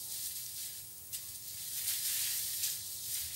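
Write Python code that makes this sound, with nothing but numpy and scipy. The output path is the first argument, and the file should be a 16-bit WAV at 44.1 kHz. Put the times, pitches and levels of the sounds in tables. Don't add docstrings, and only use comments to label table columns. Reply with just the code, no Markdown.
import sys
import numpy as np
from scipy import signal
from scipy.fft import rfft, irfft, next_fast_len
from scipy.io import wavfile
from scipy.ndimage import map_coordinates

SR = 44100
rng = np.random.default_rng(int(sys.argv[2]) if len(sys.argv) > 2 else 0)


def wrap_up_sound(samples):
    columns = np.atleast_2d(samples).T
    tamed = np.clip(columns, -1, 1)
    steps = np.round(tamed * 32767).astype(np.int16)
    wavfile.write(sys.argv[1], SR, steps)


N = 147735


def creases():
    # t/s, fine crinkle level/dB, mid-sized crease level/dB (both relative)
    effort = [(0.0, -45, -48.5), (0.08, -45.5, -49.5), (0.13, -44, -44.5), (0.27, -42, -46),
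              (0.34, -46, -52), (0.36, -47, -46.5), (0.40, -44, -48.5), (0.54, -47.5, -52),
              (0.58, -44, -46.5), (0.66, -44, -46), (0.69, -48.5, -50.5), (0.79, -46.5, -50.5),
              (0.85, -50.5, -56), (1.109, -50.5, -62), (1.15, -41, -47), (1.175, -49, -50),
              (1.22, -46.5, -51.5), (1.41, -50.5, -53.5), (1.48, -48, -48.5), (1.54, -45.5, -49.5),
              (1.6, -45.5, -46.5), (1.69, -44, -48), (1.77, -40, -44), (1.86, -39.5, -46.5),
              (1.88, -36, -39.5), (2.02, -40, -43), (2.071, -37, -38.5), (2.17, -36, -42),
              (2.26, -37.5, -40), (2.391, -39.5, -42.5), (2.617, -40, -43), (2.64, -41, -37.5),
              (2.659, -37.5, -39.5), (2.73, -44, -44), (2.77, -44.5, -46.5), (2.81, -47.5, -46.5),
              (2.95, -43.5, -47), (2.999, -46.5, -48.5), (3.149, -38, -42), (3.23, -40.5, -44.5),
              (3.31, -48, -49.5), (3.35, -40, -43.5)]
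    # f/Hz, relative level/dB
    fine_colour = [(1000, -53), (4000, -26.5), (5900, -8.5), (6650, -5), (7400, -5.5), (9150, 2),
                   (10200, -4), (11900, 0.5), (15800, -4.5)]
    # f/Hz, relative level/dB
    crease_colour = [(1400, -32), (2700, -14), (3300, -4.5), (3900, 1.5), (4900, 3), (5700, 0.6),
                     (8200, -0.5), (15000, -17)]
    times, fine_db, crease_db = np.transpose(effort)
    fine = crinkle(curve(np.c_[times, fine_db]), fine_colour)
    mid_sized = crinkle(curve(np.c_[times, crease_db]), crease_colour)
    return amp(0.03) * fine + amp(-1.35) * mid_sized


def crinkle(level_db, colour, crowding=0.7):
    busy = amp(crowding * (level_db - level_db.mean()))
    per_s = 7000 * busy * amp(2 * wobble(130))
    buckles = crackle(per_s, low_hz=1510, high_hz=17840, cycles=1.0, scatter_db=3.0)
    buckles = unit(buckles / np.sqrt(busy))
    sliding = amp(0.2) * rng.standard_normal(N)
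    film = coloured(buckles + sliding, lambda hz: along(colour, hz))
    return amp(level_db + 0.2 * wobble(30.03)) * unit(film)


def crackle(per_s, low_hz, high_hz, cycles, scatter_db, size=96):
    chance, pitch, phase = rng.random((3, N))
    strength = amp(scatter_db * np.clip(rng.standard_normal(N), -2, 2))
    onsets = np.flatnonzero(chance < per_s / SR)
    hz = (low_hz + (high_hz - low_hz) * pitch[onsets])[:, None]
    turns = hz * np.arange(size) / SR
    envelopes = strength[onsets, None] * np.sqrt(hz) * np.exp(-turns / cycles)
    rings = envelopes * np.sin(2 * np.pi * (turns + phase[onsets, None]))
    samples = onsets[:, None] + np.arange(size)
    return unit(np.bincount(samples.ravel(), rings.ravel(), N + size)[:N])


def folds():
    # t/s, relative level/dB
    folding = [(0.0, -72.5), (0.09, -69), (0.16, -60.5), (0.33, -60.5), (0.54, -64.5), (0.61, -58.5),
               (0.8, -64), (0.86, -71), (1.11, -73), (1.15, -54.5), (1.18, -63.5), (1.29, -64),
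               (1.42, -67.5), (1.61, -58.5), (1.7, -65), (1.79, -51.5), (1.85, -56), (1.88, -47),
               (1.95, -50), (2.01, -56.5), (2.09, -47.5), (2.26, -47.5), (2.58, -58.5), (2.66, -49.5),
               (2.82, -63.5), (3.03, -67.5), (3.17, -50), (3.31, -58), (3.35, -61)]
    # f/Hz, relative level/dB
    colour = [(150, -24), (1200, -14.5), (1550, -7.5), (1880, -0.5), (2500, -2.5), (3300, 2.5),
              (6000, -7.5), (15000, -21)]
    per_s = 3000 * amp(2.5 * wobble(60))
    buckles = crackle(per_s, low_hz=600, high_hz=7830, cycles=0.63, scatter_db=2.5)
    return amp(curve(folding) + 1.66) * unit(coloured(buckles, lambda hz: along(colour, hz)))


def grips(attack_s=0.0052):
    # t/s, level/dB, hold/s, fall time constant/s, centre f/Hz
    crunches = [(0.113, -45, 0.035, 0.011, 6700), (0.22, -45.5, 0.05, .008, 7500),
                (0.351, -41, 0.018, .01, 8950), (0.604, -49, 0.054, 0.011, 8500),
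                (1.126, -40, .023, .005, 7900), (1.283, -45, 0.0044, 0.0048, 8000),
                (1.343, -46.5, 0.006, 0.008, 9000), (1.475, -44.5, .006, 0.0091, 11000),
                (1.76, -44, 0.018, .012, 8000), (1.875, -37, 0.018, 0.01, 8500),
                (2.048, -41, 0.019, 0.016, 8500), (2.2, -41, 0.027, 0.018, 4800),
                (2.33, -41, 0.049, 0.041, 11000), (2.629, -32, 0.011, 0.012, 6530),
                (2.688, -42, .044, 0.006, 6800), (3.135, -40, 0.0072, .009, 8000)]
    t, out = np.arange(N) / SR, np.zeros(N)
    buckles = crackle(per_s=10000, low_hz=1200, high_hz=17300, cycles=1.3, scatter_db=2.0)
    for start, db, hold, fall, hz in crunches:
        attack = np.clip((t - start) / attack_s, 0, 1)
        release = np.exp(-np.maximum(t - start - attack_s - hold, 0) / fall)
        out += amp(db) * attack * release * unit(coloured(buckles, film_around(hz, octaves=0.67)))
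    return out


def snaps(decay_s=0.00094, size=1024):
    # t/s, relative level/dB, centre f/Hz
    flips = [(0.1229, -30, 7900), (0.261, -31, 9000), (.459, -40, 6000), (.463, -32, 6040),
             (.981, -39.5, 9000), (1.073, -36.5, 9000), (1.359, -34, 9000), (1.463, -38, 9000),
             (1.881, -29.5, 5000), (2.64, -28, 6500), (2.701, -31, 7000), (2.877, -35, 7500)]
    t, out = np.arange(size) / SR, np.zeros(N + size)
    for start, db, hz in flips:
        tick = rng.standard_normal(size) * np.exp(-t / decay_s)
        out[round(start * SR):][:size] += amp(db) * coloured(tick, film_around(hz, octaves=0.16))
    return out[:N]


def film_around(centre_hz, octaves):
    # f/Hz, relative level/dB
    colour = [(1000, -24.5), (2400, -14), (4600, -1.5), (7600, -1.5), (9250, 4), (10200, -6.5),
              (11900, 2.5), (15800, 0.5)]
    return lambda hz: along(colour, hz) - 10 * np.log10(1 + (np.log2((hz + 1) / centre_hz) / octaves)**2)


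def taut_film(start_s=1.133, length_s=0.026, ring_hz=2860, width_hz=100, level_db=-50.5):
    pull = arch(start_s, length_s)
    ring = coloured(rng.standard_normal(N), lambda hz: -20 * np.log10(1 + ((hz - ring_hz) / width_hz)**2))
    return amp(level_db) * pull * unit(ring)


def bumps(length_s=0.078):
    # t/s, level/dB, f/Hz
    thuds = [(1.1, -58, 101), (3.21, -55.5, 80)]
    t, out = np.arange(N) / SR, np.zeros(N)
    for start, db, hz in thuds:
        out += amp(db) * np.sqrt(2) * arch(start, length_s) * np.sin(2 * np.pi * hz * (t - start))
    return out


def room(x, size=3072):
    # f/Hz, time to fall by 60 dB/s
    t60 = [(200, 0.12), (2000, 0.26), (8000, 0.21), (16000, 0.18)]
    out, window = np.zeros(N + SR), signal.get_window("hann", size)
    padded = np.pad(x, (size // 2, size))
    for start in range(0, N + size // 2, size // 2):
        hz, t, noise = signal.stft(rng.standard_normal(SR // 4), SR, nperseg=256)
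        decay = amp(-60 * t / along(t60, hz)[:, None])
        tail = signal.istft(noise * decay, SR, nperseg=256)[1]
        wet = signal.fftconvolve(padded[start:start + size] * window, tail / np.linalg.norm(tail))
        out[start:start + len(wet)] += wet
    return out[size // 2:][:N]


def background(noise_db=-61.5, rumble_rise_db_per_s=1):
    # f/Hz, relative level/dB
    colour = [(20, -15), (45, -12.5), (110, 1), (150, -6), (210, -15.5), (800, -17.5), (1300, -23),
              (3000, -28)]
    # t/s, gain/dB
    swell = [(.22, 1), (.32, -2.5), (1.55, -1.5), (1.85, 0)]
    # f/Hz, level/dB
    hum = [(80.5, -72.5), (161, -80), (241, -80), (320, -83.5), (400, -84.5), (474.5, -86.5), (15661, -57)]
    # t/s, length/s, f/Hz, level/dB
    far_tones = [(0.025, .15, 848, -71.5), (1.15, .22, 1122, -75)]
    t = np.arange(N) / SR
    noise = amp(noise_db) * unit(coloured(rng.standard_normal(N), lambda hz: along(colour, hz)))
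    rumble = filtered(noise, lambda hz: hz < 170)
    out = (noise - rumble) * amp(curve(swell))
    out += rumble * amp(rumble_rise_db_per_s * (t - t.mean()))
    for hz, db in hum:
        out += tone(hz, db)
    for start, length, hz, db in far_tones:
        out += tone(hz, db) * amp(wobble(68.6)) * arch(start, length)
    return out


def tone(hz, db):
    t = np.arange(N) / SR
    return np.sqrt(2) * amp(db) * np.sin(2 * np.pi * (hz * t + rng.random()) + 0.48 * wobble(15))


def amp(db):
    return 10 ** (np.asarray(db) / 20)


def unit(x):
    return x / np.sqrt(np.mean(x ** 2) + 1e-20)


def along(points, hz):
    knots_hz, values = np.transpose(points)
    return np.interp(np.log(hz + 1), np.log(knots_hz + 1), values)


def curve(rows):
    return np.interp(np.arange(N) / SR, *np.transpose(rows))


def arch(start_s, length_s):
    return np.sin(np.pi * np.clip((np.arange(N) / SR - start_s) / length_s, 0, 1))


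def wobble(rate):
    return map_coordinates(rng.standard_normal(int(N * rate / SR) + 4), [np.arange(N) * rate / SR])


def coloured(x, gain_db, size=4096):
    gain = np.maximum(amp(gain_db(np.fft.rfftfreq(size, 1 / SR))), 1e-6)
    cepstrum = irfft(np.log(gain))
    cepstrum[1:size // 2] *= 2
    cepstrum[size // 2 + 1:] = 0
    response = irfft(np.exp(rfft(cepstrum)))
    return signal.fftconvolve(x, response / np.linalg.norm(response))[:len(x)]


def filtered(x, gain):
    size = next_fast_len(N + SR // 2)
    return irfft(rfft(x, size) * gain(np.fft.rfftfreq(size, 1 / SR)), size)[..., :N]


def scene(room_db=-5):
    # f/Hz, gain/dB
    width = [(100, -42), (500, -28), (1200, -32), (1850, -5), (2250, -6), (2500, -35), (4700, -66),
             (5600, -46.5), (7000, -55), (8500, -18.5), (9900, -1.5), (11400, -37), (12100, -46)]
    gloves = creases() + folds() + grips() + taut_film() + snaps()
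    mid = gloves + bumps() + amp(room_db) * room(gloves) + background()
    diffuse = amp(room_db) * room(gloves) + background()
    side = filtered(diffuse, lambda hz: amp(along(width, hz)))
    return np.array([mid + side, mid - side])


def record(dry, top_hz=15750):
    # f/Hz, level/dB
    lean = [(1500, 0), (1850, 5.7), (2400, 0), (9000, 0), (9900, -4.2), (10500, 0)]
    share = np.array([[0.5], [-0.5]])
    return filtered(dry, lambda hz: amp(along(lean, hz) * share) * (hz < top_hz))


dry = scene()
out = record(dry)
wrap_up_sound(out)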